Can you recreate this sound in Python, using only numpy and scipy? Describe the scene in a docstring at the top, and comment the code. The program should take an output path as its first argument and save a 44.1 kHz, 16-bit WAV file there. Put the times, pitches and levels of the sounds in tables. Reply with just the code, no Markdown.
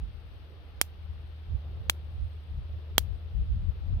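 """Sharp sparks about once a second over light wind thumps, an engine hum, distant traffic, hiss and a cricket.
An electric fence in a summer field sparks to a steel blade held close to a two-port microphone.
Each spark is a tiny shock pulse with an echo, port resonances and scattered, dying noise.
Wind, traffic and hisses are shaped noise; the far engine is three wavering sines;
the cricket is a pulsed high whistle over a blur of farther ones."""
import sys
import numpy as np
from scipy import signal
from scipy.fft import rfft, irfft
from scipy.io import wavfile

SR = 44100
rng = np.random.default_rng(int(sys.argv[2]) if len(sys.argv) > 2 else 0)


def waveform_to_disk(signal):
    """Save audio, clipped to [-1, 1], as 16-bit WAV at the path in sys.argv[1]."""
    frames = np.transpose(np.atleast_2d(signal))
    scaled = np.clip(frames, -1, 1) * 32767
    samples = np.round(scaled).astype(np.int16)
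    wavfile.write(sys.argv[1], SR, samples)


N = 176400

# Wind on the ports. Each row: time in seconds, left level in dB, right level in dB.
WIND_LEVELS = [(0.0, -38.5, -33), (0.06, -38, -29.5), (0.16, -39.5, -61), (0.34, -48.5, -40.5),
               (0.46, -52.5, -45.5), (0.82, -54, -45.5), (0.91, -57.5, -46.5), (1.1, -36, -46),
               (1.42, -56.5, -50.5), (1.51, -33, -32.5), (1.55, -40.5, -23.5), (1.62, -44.5, -45),
               (1.7, -38.5, -42), (1.83, -36, -32.5), (1.87, -46, -30.5), (1.94, -52, -51),
               (2.06, -32, -51), (2.14, -45.5, -39.5), (2.21, -44, -29), (2.26, -41, -32.5),
               (2.32, -43.5, -50.5), (2.49, -44, -42), (2.58, -25.5, -36.5), (2.67, -47.5, -42),
               (2.77, -37, -32), (2.84, -50, -61), (2.9, -40.5, -43), (2.96, -32.5, -39), (3.1, -28, -52.5),
               (3.3, -42, -45.5), (3.38, -22.5, -31.5), (3.41, -23.5, -26), (3.47, -35.5, -33),
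               (3.52, -27.5, -24.5), (3.69, -26, -44.5), (3.78, -42.5, -44), (3.84, -30.5, -44.5),
               (3.88, -27.5, -52), (3.92, -21.5, -23.5), (3.99, -31, -23.5)]
# Wind spectrum. Each row: frequency in Hz, relative density in dB per Hz.
WIND_SPECTRUM = [(20, -17), (35, -4.5), (60, 1.5), (90, -3), (130, -16), (200, -26), (320, -45.5)]
# Far engine tones. Each row: frequency in Hz, relative level in dB.
HUM_TONES = [(77.5, 0), (120, -19.5), (155, -25)]
# Engine loudness. Each row: time in seconds, level in dB.
HUM_LEVELS = [(0.0, -49), (0.98, -47.5), (1.22, -42.5), (2.09, -39), (2.42, -41.5), (3.75, -41),
              (4.0, -39.5)]
# Distant traffic swell. Each row: time in seconds, level in dB before TRAFFIC_LIFT_DB.
TRAFFIC_LEVELS = [(0.0, -66.5), (0.54, -62.5), (0.93, -65.5), (1.36, -65.5), (1.57, -63), (1.69, -60),
                  (2.45, -65.5), (2.84, -62.5), (3.6, -65.5), (3.87, -61.5), (4.0, -62.5)]
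# Traffic spectrum. Each row: frequency in Hz, relative density in dB per Hz.
TRAFFIC_SPECTRUM = [(140, 1), (250, -0.5), (450, 2), (700, -4), (1000, -13), (1400, -13.5)]
# Field hiss spectrum. Each row: frequency in Hz, relative density in dB per Hz.
FIELD_SPECTRUM = [(470, -25), (800, -0.5), (902, -5.5), (1340, -3.5), (1590, -5.5), (2240, -7.5),
                  (2740, -5), (3580, -6), (4800, -14), (6510, -29), (7200, -46.5), (9360, -67.5),
                  (15800, -120)]
# Thin high hiss spectrum. Each row: frequency in Hz, relative density in dB per Hz.
AIR_SPECTRUM = [(9000, -21.5), (10000, -8.5), (11500, -1), (13000, -1), (15000, -2.5)]
# Near cricket loudness. Each row: time in seconds, level in dB.
CRICKET_LEVELS = [(0.0, -92), (0.3, -90), (0.6, -93.5), (1.07, -91.5), (1.83, -92.5), (2.08, -87),
                  (2.25, -83.5), (2.75, -94.5), (3.4, -91), (3.68, -94.5), (3.81, -99.5), (4.0, -100)]
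# Sparks. Each row: time in seconds, left pulse in dB, left echo as a signed share of the pulse,
# left ring in dB, right pulse in dB, right echo share, right ring in dB, scatter in dB.
SPARK_EVENTS = [(0.8138, -11, -1, -15.5, -6.5, -.9, -11, -9.5),
                (1.8977, -0.5, -3.2, -25, -6.5, -.8, -13.5, -14.5),
                (2.9811, -7, 4.1, -10, -4.5, -0.093, -4, -8.5)]
# Resonances of ports and housing. Each row: frequency in Hz, left dB and right dB re the ring level,
# 60 dB decay time in seconds.
PORT_MODES = [(3300, -12, 0, .011), (4700, -8, -18, .005), (7300, -5, -9, .005), (9800, -10, -7, .005),
              (12500, -4, -3, .009)]
# Scatter from post, ground and plants, far hedge. Each row: start in ms, level in dB re the scatter level,
# 60 dB decay time in seconds, low edge in Hz, high edge in Hz.
SCATTER_PATHS = [(.4, 0, .006, 2500, 15500), (2.0, -17, .03, 2800, 15000), (6.0, -43, .14, 2000, 6500),
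                 (6.0, -44, .17, 10000, 15000)]

HUM_WAVER_HZ, HUM_PAN_DB, HUM_LEFT_LEAD_RAD = 0.84, 0.5, 0.3  # waver: spread at the lowest tone
TRAFFIC_LIFT_DB = 2.5
FIELD_DB, FIELD_PAN_DB = -63, 4
AIR_DB, AIR_TOP_HZ = -83, 15300
CRICKET_HZ, CRICKET_WIDTH_HZ, STROKES_PER_S, STROKE_SHARPNESS = 8620, 250, 57, 1.3
CRICKET_PAN_DB, FAR_CRICKETS_DB = 1.5, -94
SHOCK_MS, ECHO_WIDTH_MS = .045, .03  # half-widths at 1/e
ECHO_MS, RIGHT_LAG_MS = .19, .14  # echo off the blade, path to the far port
FAR_PORT_SPREAD = 2.1  # the pulse widens as it bends round the housing
RECOVERY_HZ = 156  # the pressure step drains away below this
LEAD_SAMPLES = 8  # room for the rise of the pulse
RUMBLE_HZ, CUTOFF_HZ = 30, 16900


def from_db(db):
    """Decibels to gain."""
    return 10 ** (np.asarray(db) / 20)


def rms_one(x):
    """Scale to rms 1."""
    return x / np.sqrt(np.mean(x ** 2) + 1e-20)


def in_time(rows):
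    """Table columns as curves over time."""
    s, *columns = np.transpose(rows)
    return [np.interp(np.arange(N) / SR, s, column) for column in columns]


def sides(pan_db):
    """Left and right gains for a left-over-right difference."""
    return from_db(np.array([[.5], [-.5]]) * pan_db)


def band(x, low_hz, high_hz):
    """Butterworth band-pass, second order at each edge."""
    sos = signal.butter(2, [low_hz, min(high_hz, .45 * SR)], "band", fs=SR, output="sos")
    return signal.sosfilt(sos, x)


def drift(rate_hz):
    """Slow chance, spread 1: noise through two equal poles, made at SR / 40."""
    pole = np.exp(-80 * np.pi * rate_hz / SR)
    white = rng.standard_normal(N // 40 + 2002)
    slow = signal.lfilter([1], [1, -2 * pole, pole * pole], white)[2000:]  # drop the settling
    return np.interp(np.arange(N) / 40, np.arange(len(slow)), rms_one(slow))


def noise(spectrum, alike, patchy_db, rate_hz):
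    """Stereo noise of a given spectrum, in half-octave patches that flicker on their own; rms 1."""
    hz = np.fft.rfftfreq(N, 1 / SR) + 1
    points = np.array(spectrum)
    density_db = np.interp(np.log(hz), np.log(points[:, 0]), points[:, 1], left=-90, right=-90)
    mid, side = rfft(rng.standard_normal((2, N))) * from_db(density_db)
    alike = np.clip(alike, 0, 1)  # left-right correlation before flicker
    both = np.sqrt(1 + alike) * mid + np.sqrt(1 - alike) * side * [[1], [-1]]
    place = 2 * np.log2(hz / points[0, 0])
    patches = int(place[hz < 1.1 * spectrum[-1][0]].max()) + 2
    out = 0
    for k in range(patches):
        flicker = from_db(patchy_db * np.array([drift(rate_hz), drift(rate_hz)]))
        patch = both * np.clip(1 - abs(place - k), 0, 1)
        out = out + flicker * irfft(patch, N)
    return rms_one(out)


def wind():
    """Air buffeting the ports: lumpy low noise, partly shared, with its own level at each port."""
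    return from_db(in_time(WIND_LEVELS)) * noise(WIND_SPECTRUM, alike=0.3, patchy_db=1, rate_hz=13)


def hum():
    """Far engine: low tones, each wavering in pitch, under a slow common level."""
    t = np.arange(N) / SR
    lowest_hz = HUM_TONES[0][0]
    out = 0
    for hz, db in HUM_TONES:
        waver_hz = HUM_WAVER_HZ * hz / lowest_hz * drift(1.6)
        phase = 2 * np.pi * (hz * t + np.cumsum(waver_hz) / SR + rng.random())
        out = out + np.sqrt(2) * from_db(db) * np.sin(phase + [[HUM_LEFT_LEAD_RAD], [0]])
    return out * sides(HUM_PAN_DB) * from_db(in_time(HUM_LEVELS)[0])


def traffic():
    """Distant traffic: swelling low noise, much alike on both sides."""
    level_db = in_time(TRAFFIC_LEVELS)[0] + TRAFFIC_LIFT_DB
    return from_db(level_db) * noise(TRAFFIC_SPECTRUM, alike=.75, patchy_db=2.3, rate_hz=18.0)


def field_hiss():
    """Wide mid-band hiss of the field, nearly unrelated left and right."""
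    hiss = noise(FIELD_SPECTRUM, alike=.027, patchy_db=.8, rate_hz=24.0)
    return from_db(FIELD_DB) * sides(FIELD_PAN_DB) * hiss


def high_hiss():
    """Thin high hiss, its last density held up to AIR_TOP_HZ."""
    spectrum = AIR_SPECTRUM + [(AIR_TOP_HZ, AIR_SPECTRUM[-1][1])]
    return from_db(AIR_DB) * noise(spectrum, alike=.05, patchy_db=1.5, rate_hz=15.0)


def cricket():
    """Wing strokes at a near-steady rate, each a short narrow whistle, over a blur of farther crickets."""
    level_db, = in_time(CRICKET_LEVELS)
    stroke_rate = STROKES_PER_S * (1 + .008 * drift(4.0))
    strokes = np.sin(np.pi * np.cumsum(stroke_rate) / SR) ** 2
    tone = np.sin(2 * np.pi * CRICKET_HZ * np.arange(N) / SR + [[0], [1.5]])
    blur = rng.standard_normal((2, N))
    for width_hz in (2 * CRICKET_WIDTH_HZ, CRICKET_WIDTH_HZ):
        blur = band(blur, CRICKET_HZ - width_hz, CRICKET_HZ + width_hz)
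    blur = rms_one(blur)
    near = rms_one(strokes ** STROKE_SHARPNESS * from_db(2.0 * drift(20.0)) * (tone + .5 * blur))
    far = from_db(FAR_CRICKETS_DB + 2.0 * drift(5.0)) * blur
    return (from_db(level_db) * near + far) * sides(CRICKET_PAN_DB)


def shock(ms, db, echo_share, side):
    """Brief Gaussian pressure pulse, wider at the far port, and its signed echo off the blade."""
    pulse = np.exp(-(ms / (SHOCK_MS * FAR_PORT_SPREAD ** side)) ** 2)
    echo = np.exp(-((ms - ECHO_MS) / ECHO_WIDTH_MS) ** 2)
    return from_db(db) * (pulse + echo_share * echo)


def port_ring(age_s, ring_db, side):
    """Ports and housing ring as decaying sines."""
    out = 0
    for hz, *mode_db, t60_s in PORT_MODES:
        level_db = ring_db + mode_db[side] - 60 * age_s / t60_s
        out = out + from_db(level_db) * np.sin(2 * np.pi * hz * age_s)
    return out


def scattered(age_s, scatter_db):
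    """Many small reflections blend into bands of dying hiss, later ones starting later."""
    out = 0
    for start_ms, path_db, t60_s, low_hz, high_hz in SCATTER_PATHS:
        path_age_s = age_s - start_ms / 1000
        hiss = rms_one(band(rng.standard_normal(len(age_s)), low_hz, high_hz))
        level_db = scatter_db + path_db - 60 * path_age_s / t60_s
        out = out + (path_age_s > 0) * from_db(level_db) * hiss
    return out


def sparks():
    """Each shock reaches both ports, rings and scatters; a first-order high-pass drains the pressure."""
    out = np.zeros((2, N + SR))
    t = np.arange(SR // 4) / SR
    for s, *ports, scatter_db in SPARK_EVENTS:
        start = int(s * SR) - LEAD_SAMPLES
        for side, (db, echo_share, ring_db) in enumerate([ports[:3], ports[3:]]):
            ms = (t - LEAD_SAMPLES / SR) * 1000 - side * RIGHT_LAG_MS
            age_s = np.maximum(ms, 0) / 1000
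            sound = shock(ms, db, echo_share, side) + port_ring(age_s, ring_db, side)
            out[side, start:start + len(t)] += sound + scattered(age_s, scatter_db)
    drain = signal.butter(1, RECOVERY_HZ, "high", fs=SR, output="sos")
    return signal.sosfilt(drain, out[:, :N])


def scene():
    """Sum of wind, hum, traffic, hisses, cricket and sparks."""
    return wind() + hum() + traffic() + field_hiss() + high_hiss() + cricket() + sparks()


def record(dry):
    """Rumble is cut, peaks are rounded just under full scale, the top is cut."""
    dry = signal.sosfilt(signal.butter(2, RUMBLE_HZ, "high", fs=SR, output="sos"), dry)
    rounded = dry / (1 + np.abs(dry / .95) ** 6) ** (1 / 6)
    return signal.sosfilt(signal.cheby2(16, 80, CUTOFF_HZ, fs=SR, output="sos"), rounded)


dry = scene()
out = record(dry)
waveform_to_disk(out)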